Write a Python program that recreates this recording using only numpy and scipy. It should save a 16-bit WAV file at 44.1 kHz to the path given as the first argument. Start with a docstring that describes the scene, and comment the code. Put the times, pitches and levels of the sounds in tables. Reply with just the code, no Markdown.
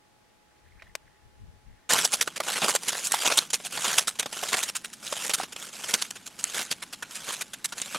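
"""A walker on snowshoes moves away: grains of noise swell into dense crunches, with ringing cracks of crust
and short bursts as the dragged shoe tail bumps along. This starts after a cut from a still snowy field.
In the field, low rumbling noise makes puffs of wind on the microphone, and soft grains make faint rustles.
The camera body ticks twice, as fading tones with a rattle; its motor whines faintly, a wavering sine.
Filtered noise makes the background hiss, which changes at the cut."""
import sys
import numpy as np
from scipy import signal
from scipy.fft import rfft, irfft, next_fast_len
from scipy.io import wavfile
from scipy.ndimage import uniform_filter1d

SR = 44100
rng = np.random.default_rng(int(sys.argv[2]) if len(sys.argv) > 2 else 0)


def generate_wav(signal):
    """Clip the signal to [-1, 1] and save it as 16-bit WAV at the path in sys.argv[1]."""
    frames = np.transpose(np.atleast_2d(signal))
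    scaled = np.clip(frames, -1, 1) * 32767
    pcm = np.round(scaled).astype(np.int16)
    wavfile.write(sys.argv[1], SR, pcm)


N = 351918
CUT_S = 1.892  # the field ends and the walk begins

# Steps of the walker. Each row: shoe touches in seconds, full weight in seconds, shoe lifts in seconds,
# level in dB.
STEPS = [(1.89, 2.0, 2.05, -28), (2.113, 2.144, 2.21, -40), (2.47, 2.618, 2.76, -31),
         (2.832, 2.97, 3.09, -34), (3.12, 3.25, 3.425, -29.5), (3.648, 3.67, 3.66, -42),
         (3.724, 3.916, 4.02, -29), (4.328, 4.512, 4.68, -33.5), (5.035, 5.25, 5.275, -33.5),
         (5.299, 5.317, 5.31, -34.5), (5.377, 5.4, 5.44, -39.5), (5.59, 5.634, 5.685, -41.5),
         (5.733, 5.9, 6.06, -37.5), (6.39, 6.58, 6.655, -38), (7.113, 7.15, 7.24, -42),
         (7.25, 7.294, 7.41, -39), (7.771, 7.945, 8.27, -40)]
# The sound swells as weight comes on, sags as it rolls off and stops when the shoe lifts.
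LOAD_DB_PER_S, SAG_DB_PER_S, LIFT_DB_PER_S = 41.5, 43, 502
# Loose snow trickles between steps and fades as the walker moves away.
LOOSE_DB, RECEDE_DB_PER_S = -54, 0.6

# Crunches as the crust gives way or the shoe tail bumps. Each row: start in seconds, level in dB,
# length in ms, swell from start to end in dB, tilt towards bright in dB.
CRUNCHES = [(1.89, -23, 45, 5, -1.5), (1.924, -28, 44, -4, -10), (1.974, -24, 25.6, 0, 0),
            (2.044, -18.5, 12.7, -6, 9), (2.074, -30, 5.7, -17, 2), (2.119, -27.5, 6, -5, 10),
            (2.127, -22, 30.4, -19, 11), (2.207, -22, 19, 0.5, 5.5), (2.272, -24.5, 9.5, -7, -5),
            (2.359, -28, 20, -10, -3.5), (2.401, -21.5, 4, 0, -10), (2.428, -35.5, 25.3, -6, 3),
            (2.464, -30, 43, -4, -4), (2.515, -31.5, 26, -2, 3), (2.553, -31.5, 40, -16, -9),
            (2.616, -24.5, 40.7, -2, -9.5), (2.674, -23.5, 43, -13, 2.5), (2.743, -23, 20.4, 3, 1),
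            (2.818, -38.5, 23, 4, 2), (2.875, -24, 28, -11.5, 3), (2.925, -32, 8.2, -1, -4),
            (3.041, -27.5, 39, -7, 34), (3.119, -10, 5.8, -21, 26), (3.129, -32, 17, 15, 5),
            (3.245, -23, 33, 6, -5), (3.295, -25.5, 31, 1, -3), (3.37, -17, 19.6, -3, 6.5),
            (3.415, -38, 25, -6, -7), (3.5, -31, 6, 0, 9), (3.53, -21.5, 20.5, -1.5, 10),
            (3.598, -39, 9, -6, -20), (3.644, -33.5, 26, 2, 8.5), (3.771, -30, 27, -20.5, -10),
            (3.832, -28.5, 71, -8, -4), (3.978, -16.5, 11, 1.5, 10.5), (4.071, -24.5, 22.6, -12, 8),
            (4.108, -40, 5, -5, 0), (4.154, -38, 6, -13, 0), (4.188, -25, 24.7, -19.5, 1),
            (4.223, -33, 12, -4, -3), (4.256, -27.5, 9.5, -6, -10.5), (4.323, -34, 26, -17, 0.5),
            (4.367, -28.5, 9.7, -22, -14), (4.427, -27, 11, 0, -6), (4.517, -25, 28.8, 7, -7),
            (4.566, -26.5, 37, -16, 5), (4.623, -24.5, 13.5, 9.5, 12.5), (4.682, -34.5, 18, 5, -2.5),
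            (4.748, -29.5, 21.4, 3, 9), (4.842, -32.5, 15.3, -7, 5), (4.927, -38, 11.6, 2, 18),
            (5.056, -36, 15.6, 2, 9), (5.123, -25.5, 10, -15, -10), (5.291, -27.5, 23, -7, 2),
            (5.333, -22, 17.5, -2, 10), (5.38, -36.5, 45, -13, -1), (5.431, -32.5, 13, -19, -14),
            (5.521, -35.5, 13, -5, 9), (5.56, -35.5, 5.8, -7, -4), (5.836, -32, 15, -17, 0),
            (5.881, -33, 40, -9, 9), (5.933, -22, 18.7, -5, 1), (6.015, -24.5, 16, -15, 7.5),
            (6.106, -29.5, 8, -30, 7), (6.154, -35.5, 13.4, 2, -2), (6.257, -38.5, 23, 0, 9.5),
            (6.389, -33.5, 14, -13, 9), (6.44, -21.5, 5.3, -27, 5.5), (6.533, -31, 95, -4.5, 1.5),
            (6.67, -44.5, 36, 7, -2), (6.705, -26.5, 22.2, 3.5, 5), (6.819, -33.5, 15.7, -1, 2),
            (6.925, -34, 19, -6, 9), (7.023, -28.5, 9, -8.5, -6), (7.109, -39.5, 9.2, -10, 13),
            (7.144, -35, 25.5, 6, 10), (7.274, -33, 35, 2, -3), (7.319, -31.5, 28, -12, 6),
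            (7.405, -28.5, 15.5, 9, 8), (7.531, -34, 11.2, 4, 5), (7.643, -24, 15.2, -8, 12.5),
            (7.721, -32, 15.5, -17, -3.5), (7.777, -36, 10, 5, 9), (7.798, -33, 4, -9, -1),
            (7.817, -27.5, 7, -11, 5.5), (7.944, -27, 16, 0, -12)]
# Small random collapses of the snow
CLUMPS_PER_S, CLUMP_SPREAD_DB, CLUMP_MS = 45, 4.5, 8
CLUMP_SWELL_DB, CLUMP_TILT_DB = -5.5, 5
# Balance of every crunch; the tilt is split between its deep and bright parts.
DEEP_HZ, BRIGHT_HZ = 1300, 4500
DEEP_DB, BRIGHT_DB, DEEP_SHARE = -2.5, 3, .6
# Both ends of the crunch thin out as the walker moves away.
DEEP_FADE_DB_PER_S, BRIGHT_FADE_DB_PER_S = 0.81, 0.66

# Single loud breaks of ice and knocks of the crust. Each row: start in seconds, level in dB, pitch in Hz.
SNAPS = [(1.906, -16, 1780), (1.936, -3.5, 6800), (2.051, -5.5, 5500), (2.12, -19, 6960),
         (2.212, -6.5, 5700), (2.402, -20.5, 640), (2.645, -14, 2600), (3.121, -6.5, 8650),
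         (3.141, -12.5, 840), (3.276, -12, 3380), (3.381, -6, 3670), (3.389, -3.5, 4330),
         (3.535, -10, 7940), (3.543, -7.5, 4850), (3.983, -4.5, 3080), (4.081, -18, 1380),
         (4.197, -12, 8300), (4.43, -23.5, 720), (4.54, -16.5, 2230), (5.077, -24, 3500),
         (5.125, -23.5, 600), (5.265, -21, 7000), (5.296, -14, 6500), (5.4, -19, 765), (5.94, -5.5, 6300),
         (6.024, -9, 4860), (6.11, -20, 6300), (6.441, -4.5, 7730), (7.651, -16.5, 9000),
         (7.817, -13, 7600)]

# Tone of the snow. Each row: frequency in Hz, gain in dB.
SNOW_TONE = [(90, -5.5), (160, -1), (300, -4), (450, 3), (800, 3), (1200, 2.5), (1450, 4), (1900, -2),
             (3000, 2), (4400, 1.5), (6800, 8.5), (10900, 5), (16000, -10.5)]
# How much differs between the two sides. Each row: frequency in Hz, gain of the unshared part in dB.
SIDE_TONE = [(100, -43.5), (500, -17), (1500, -74), (3000, -21), (7000, -15), (9500, -12), (12000, -11),
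             (15000, -31)]
# Lean of the snow sound to one side. Each row: frequency in Hz, left minus right in dB.
LEFT_RIGHT_LEAN = [(300, -0.5), (1800, -1.5), (3600, -0.5), (4800, -0.5), (7500, -2), (9500, -3.5),
                   (11500, -2), (13000, 0)]

# Puffs of wind. Each row: peak in seconds, level in dB.
PUFFS = [(.66, -61), (.76, -56), (.89, -56), (1.06, -60), (1.27, -57.5), (1.44, -44.5), (1.54, -55),
         (1.7, -50), (2.2, -63)]
PUFF_RISE_DB_PER_S, PUFF_FALL_DB_PER_S, CALM_DB = 200, 200, -77.5
# Tone of the wind. Each row: frequency in Hz, gain in dB.
WIND_TONE = [(8.8, -32), (15, 7), (85, 10.5), (255, -7), (357, -34), (425, -11), (500, -31), (650, -66),
             (1100, -120)]

# Faint rustles near the camera. Each row: peak in seconds, level in dB.
RUSTLES = [(.585, -65), (.69, -58.5), (.8, -61), (.83, -56), (.88, -67), (1.08, -64), (1.16, -66),
           (1.7, -70), (1.8, -68)]
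RUSTLE_RISE_DB_PER_S, RUSTLE_FALL_DB_PER_S, STILL_DB = 400, 200, -76.5

# Ticks of the camera body. Each row: start in seconds, level in dB, treble edge in Hz,
# time to fade by 60 dB in seconds (on top of the ringing's own fade), left minus right in dB.
TICKS = [(.822, -29.5, 2960, 0.039, -5), (.953, -15.5, 8400, 0.019, 4)]
# Ringing tones of the camera body. Each row: pitch in Hz, relative level in dB,
# time to fade by 60 dB in seconds.
SHELL_TONES = [(650, 5, 0.093), (1260, -3, 0.019), (1800, -16, .03), (2420, 11, 0.014), (3870, 2, 0.018),
               (5470, 9, 0.0053)]
# Whine of the camera motor. Each row: pitch in Hz, average level in dB.
WHINE = [(842.5, -72)]

# Still air and preamp hiss before the cut. Each row: frequency in Hz, gain in dB.
FIELD_TONE = [(24, -40), (40, -4), (412, -5), (680, -7), (831, -7), (918, -8.5), (4800, -17.5),
              (10000, -22.5), (16000, -33)]
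# Background hiss after the cut. Each row: frequency in Hz, gain in dB.
WOODS_TONE = [(25, -1), (70, 0.5), (200, 17), (490, 3), (1400, 2), (5400, -3.5), (8800, -26), (11000, -18),
              (16000, -31)]
FIELD_DB, WOODS_DB = -63, -56

EDGE_HZ, CEILING = 16000, .9  # top of the band, loudest possible swing before the band limit


def snowshoes():
    """Snow grains in deep, middle and bright parts, each following its own pressure, plus the snaps."""
    grain_pair = grains(per_s=2000, spread_db=3.0, ring_ms=1.0, patchy_db=3.0)
    mid, side = colour(grain_pair, lambda hz: read(SNOW_TONE, hz))
    side = colour(side, lambda hz: read(SIDE_TONE, hz))
    both = np.array([mid, side])
    deep = colour(both, lambda hz: keep_below(hz, DEEP_HZ, 6))
    bright = colour(both, lambda hz: keep_above(hz, BRIGHT_HZ, 6))
    middle = both - deep - bright
    mid, side = sum(part / np.std(part[0]) * np.sqrt(power)
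                    for part, power in zip((deep, middle, bright), pressure()))
    # Soft snow gives no thud and dulls the top.
    mid = colour(mid + snaps(), lambda hz: -10 * np.log10(1 + (140 / (hz + 1)) ** 6 + (hz / 12500) ** 6))
    left = colour(mid, lambda hz: read(LEFT_RIGHT_LEAN, hz) / 2)
    right = colour(mid, lambda hz: -read(LEFT_RIGHT_LEAN, hz) / 2)
    return np.array([left + side, right - side])


def pressure():
    """Power over time of the deep, middle and bright parts: steady packing plus separate crunches."""
    packing_db = packing()
    depth_db = 0.087 * (packing_db + 20.5)  # more weight on the shoe packs deeper snow
    balance_db = np.array([depth_db - 10.5, np.full(N, -6.0), -depth_db - 4.0])
    power = gain_of(packing_db + balance_db) ** 2
    ms = np.arange(0, 110, 1000 / SR)
    for s, db, length_ms, swell_db, tilt_db in CRUNCHES + clumps(packing_db):
        length_ms = max(length_ms, 2)
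        over_ms = np.maximum(ms - length_ms, 0)
        body_db = swell_db * (np.minimum(ms / length_ms, 1) - .5) - 1.76 * over_ms
        crumbs_db = -27 - 0.076 * over_ms  # loose crumbs settle afterwards
        rise = np.minimum(ms / (3.0 + 0.19 * length_ms), 1) ** 2
        shape = rise * (gain_of(2 * body_db) + gain_of(2 * crumbs_db))
        walked_s = s - CUT_S
        deep_db = DEEP_DB - DEEP_FADE_DB_PER_S * walked_s - DEEP_SHARE * tilt_db
        bright_db = BRIGHT_DB - BRIGHT_FADE_DB_PER_S * walked_s + (1 - DEEP_SHARE) * tilt_db
        parts = gain_of([deep_db, 0, bright_db]) ** 2
        add(power, s, parts[:, None] / parts.sum() * gain_of(2 * db) * shape)
    return power * (np.arange(N) > CUT_S * SR)


def packing():
    """Level in dB of the steady packing: one weight shift per step, over trickling loose snow."""
    t = np.arange(N) / SR
    steps = []
    for touch, full, lift, db in STEPS:
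        off_ground_s = np.maximum(touch - t, 0) + np.maximum(t - lift, 0)
        steps.append((full, db - LIFT_DB_PER_S * off_ground_s))
    loose_db = LOOSE_DB - RECEDE_DB_PER_S * (t - CUT_S)
    return swells(steps, LOAD_DB_PER_S, SAG_DB_PER_S, loose_db)


def clumps(packing_db):
    """Small collapses at random moments, their levels scattered around the packing level."""
    count = int(CLUMPS_PER_S * N / SR)
    when, size, long, tilt = rng.random((count, 4)).T
    s = (np.arange(count) + when) / CLUMPS_PER_S
    packing_now = packing_db[np.minimum((s * SR).astype(int), N - 1)]
    db = packing_now - CLUMP_SPREAD_DB * np.log(1 / (size + .02))
    length_ms = CLUMP_MS * (0.27 + long)
    swell_db = np.full(count, CLUMP_SWELL_DB)
    return list(zip(s, db, length_ms, swell_db, CLUMP_TILT_DB * (2 * tilt - 1)))


def grains(per_s, spread_db, ring_ms, patchy_db):
    """Snapping ice bonds: random clicks of uneven size become short noisy puffs with drifting colour."""
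    size = gain_of(spread_db * np.minimum(rng.exponential(1, N), 5)) * (rng.random(N) < per_s / SR)
    fading = signal.lfilter([1], [1, -np.exp(-1000 / (ring_ms * SR))], size ** 2)
    soft = uniform_filter1d(fading, size=24)  # soft starts
    sharp = uniform_filter1d(size ** 2 * (size > 6), size=12)  # grains above size 6 would crack sharply, but no grain grows that large, so this adds nothing
    power = soft + .5 * sharp * ring_ms * SR / 1000
    puffs = np.sqrt(power) * rng.standard_normal((2, N))
    # Louder and softer patches across time and frequency
    hz, t, spectrum = signal.stft(puffs, SR, nperseg=256, noverlap=192)
    patches = uniform_filter1d(rng.standard_normal((len(t), len(hz))), size=14, axis=0)
    patches = evened(uniform_filter1d(patches, size=3, axis=1)).T
    patchy = spectrum * gain_of(patchy_db * patches)
    return signal.istft(patchy, SR, nperseg=256, noverlap=192)[1][:, :N]


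def snaps():
    """Each break is a puff of gritty noise that also rings at its own pitch."""
    out, t = np.zeros(N), np.arange(1200) / SR
    for s, db, hz in SNAPS:
        noise = rng.standard_normal(len(t))
        puff = noise * np.minimum(t / 0.00019, 1) * np.exp(-t / 0.00056)
        ring = signal.lfilter(*signal.iirpeak(hz, 1 / 0.14, SR), puff)  # 14 % of the pitch wide
        grit = uniform_filter1d(puff, size=3)  # little extreme treble
        burst = ring / abs(ring).max() + 0.48 * grit / abs(grit).max()
        add(out, s, gain_of(db) * burst)
    return out


def wind():
    """Lumpy low noise, unrelated at the two microphone ports and stronger on the left."""
    lumps = uniform_filter1d(rng.standard_normal((2, N)), size=1500)
    lumps = evened(uniform_filter1d(lumps, size=1500))
    rumble = colour(rng.standard_normal((2, N)), lambda hz: read(WIND_TONE, hz))
    rumble = evened(rumble * gain_of(1.1 * lumps))
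    level_db = swells(PUFFS, PUFF_RISE_DB_PER_S, PUFF_FALL_DB_PER_S, CALM_DB)
    return rumble * gain_of(level_db + np.array([[4.5], [-0.5]]))


def rustle():
    """Sparse soft grains in one broad resonance, until the cut."""
    scratch = grains(per_s=380, spread_db=1, ring_ms=2.6, patchy_db=5.0)[0]
    scratch = colour(scratch, lambda hz: -10 * np.log10(1 + ((hz - 1880) / 220) ** 2))
    level_db = swells(RUSTLES, RUSTLE_RISE_DB_PER_S, RUSTLE_FALL_DB_PER_S, STILL_DB)
    return evened(scratch) * gain_of(level_db) * (np.arange(N) < CUT_S * SR)


def camera():
    """A motor whine plus ticks of the plastic shell."""
    return motor_whine() + shell_ticks()


def motor_whine():
    """A sine that wavers slightly in loudness and phase, equal on both sides."""
    waver = evened(uniform_filter1d(rng.standard_normal(N), size=4000))
    turn = 2 * np.pi * np.arange(N) / SR
    whine = np.zeros(N)
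    for hz, db in WHINE:
        whine += np.sqrt(2) * gain_of(db + .8 * waver) * np.sin(hz * turn + .5 * waver)
    return np.array([whine, whine])


def shell_ticks():
    """Each tick mixes the shell's fading tones with a noisy rattle."""
    ticks, t = np.zeros((2, N)), np.arange(1500) / SR
    ring = sum(gain_of(db - 60 * t / fade_s) * np.sin(2 * np.pi * hz * t) for hz, db, fade_s in SHELL_TONES)
    for s, db, treble_hz, fade_s, pan_db in TICKS:
        rattle = rng.standard_normal(len(t))
        tick = (0.12 * ring + .5 * rattle) * gain_of(-60 * t / fade_s)
        dull = signal.butter(2, min(treble_hz, SR / 2.2), fs=SR, output="sos")
        tick = signal.sosfilt(dull, tick)  # a soft tick has less treble
        add(ticks, s, gain_of(db + np.array([[.5], [-.5]]) * pan_db) * tick)
    return colour(ticks, lambda hz: keep_above(hz, 520, 8))


def air():
    """Background hiss from filtered noise, partly shared by both sides; it changes at the cut."""
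    shared, left, right = rng.standard_normal((3, N))
    own = np.array([left, right])
    field = evened(colour(shared + 3.4 * own, lambda hz: read(FIELD_TONE, hz)))
    woods = evened(colour(shared + 0.37 * own, lambda hz: read(WOODS_TONE, hz)))
    after_cut = np.arange(N) > CUT_S * SR
    return np.where(after_cut, gain_of(WOODS_DB) * woods, gain_of(FIELD_DB) * field)


def swells(rows, rise_db_per_s, fall_db_per_s, rest_db):
    """Level in dB of events (peak s, dB) that rise and fall, summed in power over a resting level."""
    t = np.arange(N) / SR
    power = gain_of(2 * rest_db)
    for s, db in rows:
        drop_db = rise_db_per_s * np.maximum(s - t, 0) + fall_db_per_s * np.maximum(t - s, 0)
        power = power + gain_of(2 * (db - drop_db))
    return 10 * np.log10(power)


def gain_of(db):
    """Turns dB into a factor for the sound wave."""
    return 10 ** (np.asarray(db) / 20)


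def evened(x):
    """Scales a sound to an average (rms) level of 1."""
    return x / np.sqrt(np.mean(x ** 2) + 1e-20)


def read(points, hz):
    """Reads a table of (Hz, dB) at any frequency, in straight lines over log frequency."""
    f, value = np.transpose(points)
    return np.interp(np.log(hz + 1), np.log(f + 1), value)


def keep_below(hz, edge_hz, power):
    """Gain in dB that drops away above the edge."""
    return -10 * np.log10(1 + (hz / edge_hz) ** power)


def keep_above(hz, edge_hz, power):
    """Gain in dB that drops away below the edge."""
    return -10 * np.log10(1 + (edge_hz / (hz + 1)) ** power)


def colour(x, db_at):
    """Filters the last axis by a gain given in dB as a function of Hz."""
    size = next_fast_len(N)
    gain = gain_of(db_at(np.fft.rfftfreq(size, 1 / SR)))
    return irfft(rfft(x, size) * gain, size)[..., :N]


def add(mix, s, sound):
    """Adds a sound to the mix from second s, cut short at the end of the mix."""
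    part = mix[..., round(s * SR):][..., :sound.shape[-1]]
    part += sound[..., :part.shape[-1]]


def scene():
    """Everything at the two microphone ports."""
    return snowshoes() + wind() + rustle() + camera() + air()


def record(dry):
    """Soft overload of the loudest peaks, then the band limit."""
    held = CEILING * np.tanh(dry / CEILING)
    band_limit = signal.firwin(511, EDGE_HZ, window=("kaiser", 9), fs=SR)
    return signal.oaconvolve(held, band_limit[None], "same")


dry = scene()
out = record(dry)
generate_wav(out)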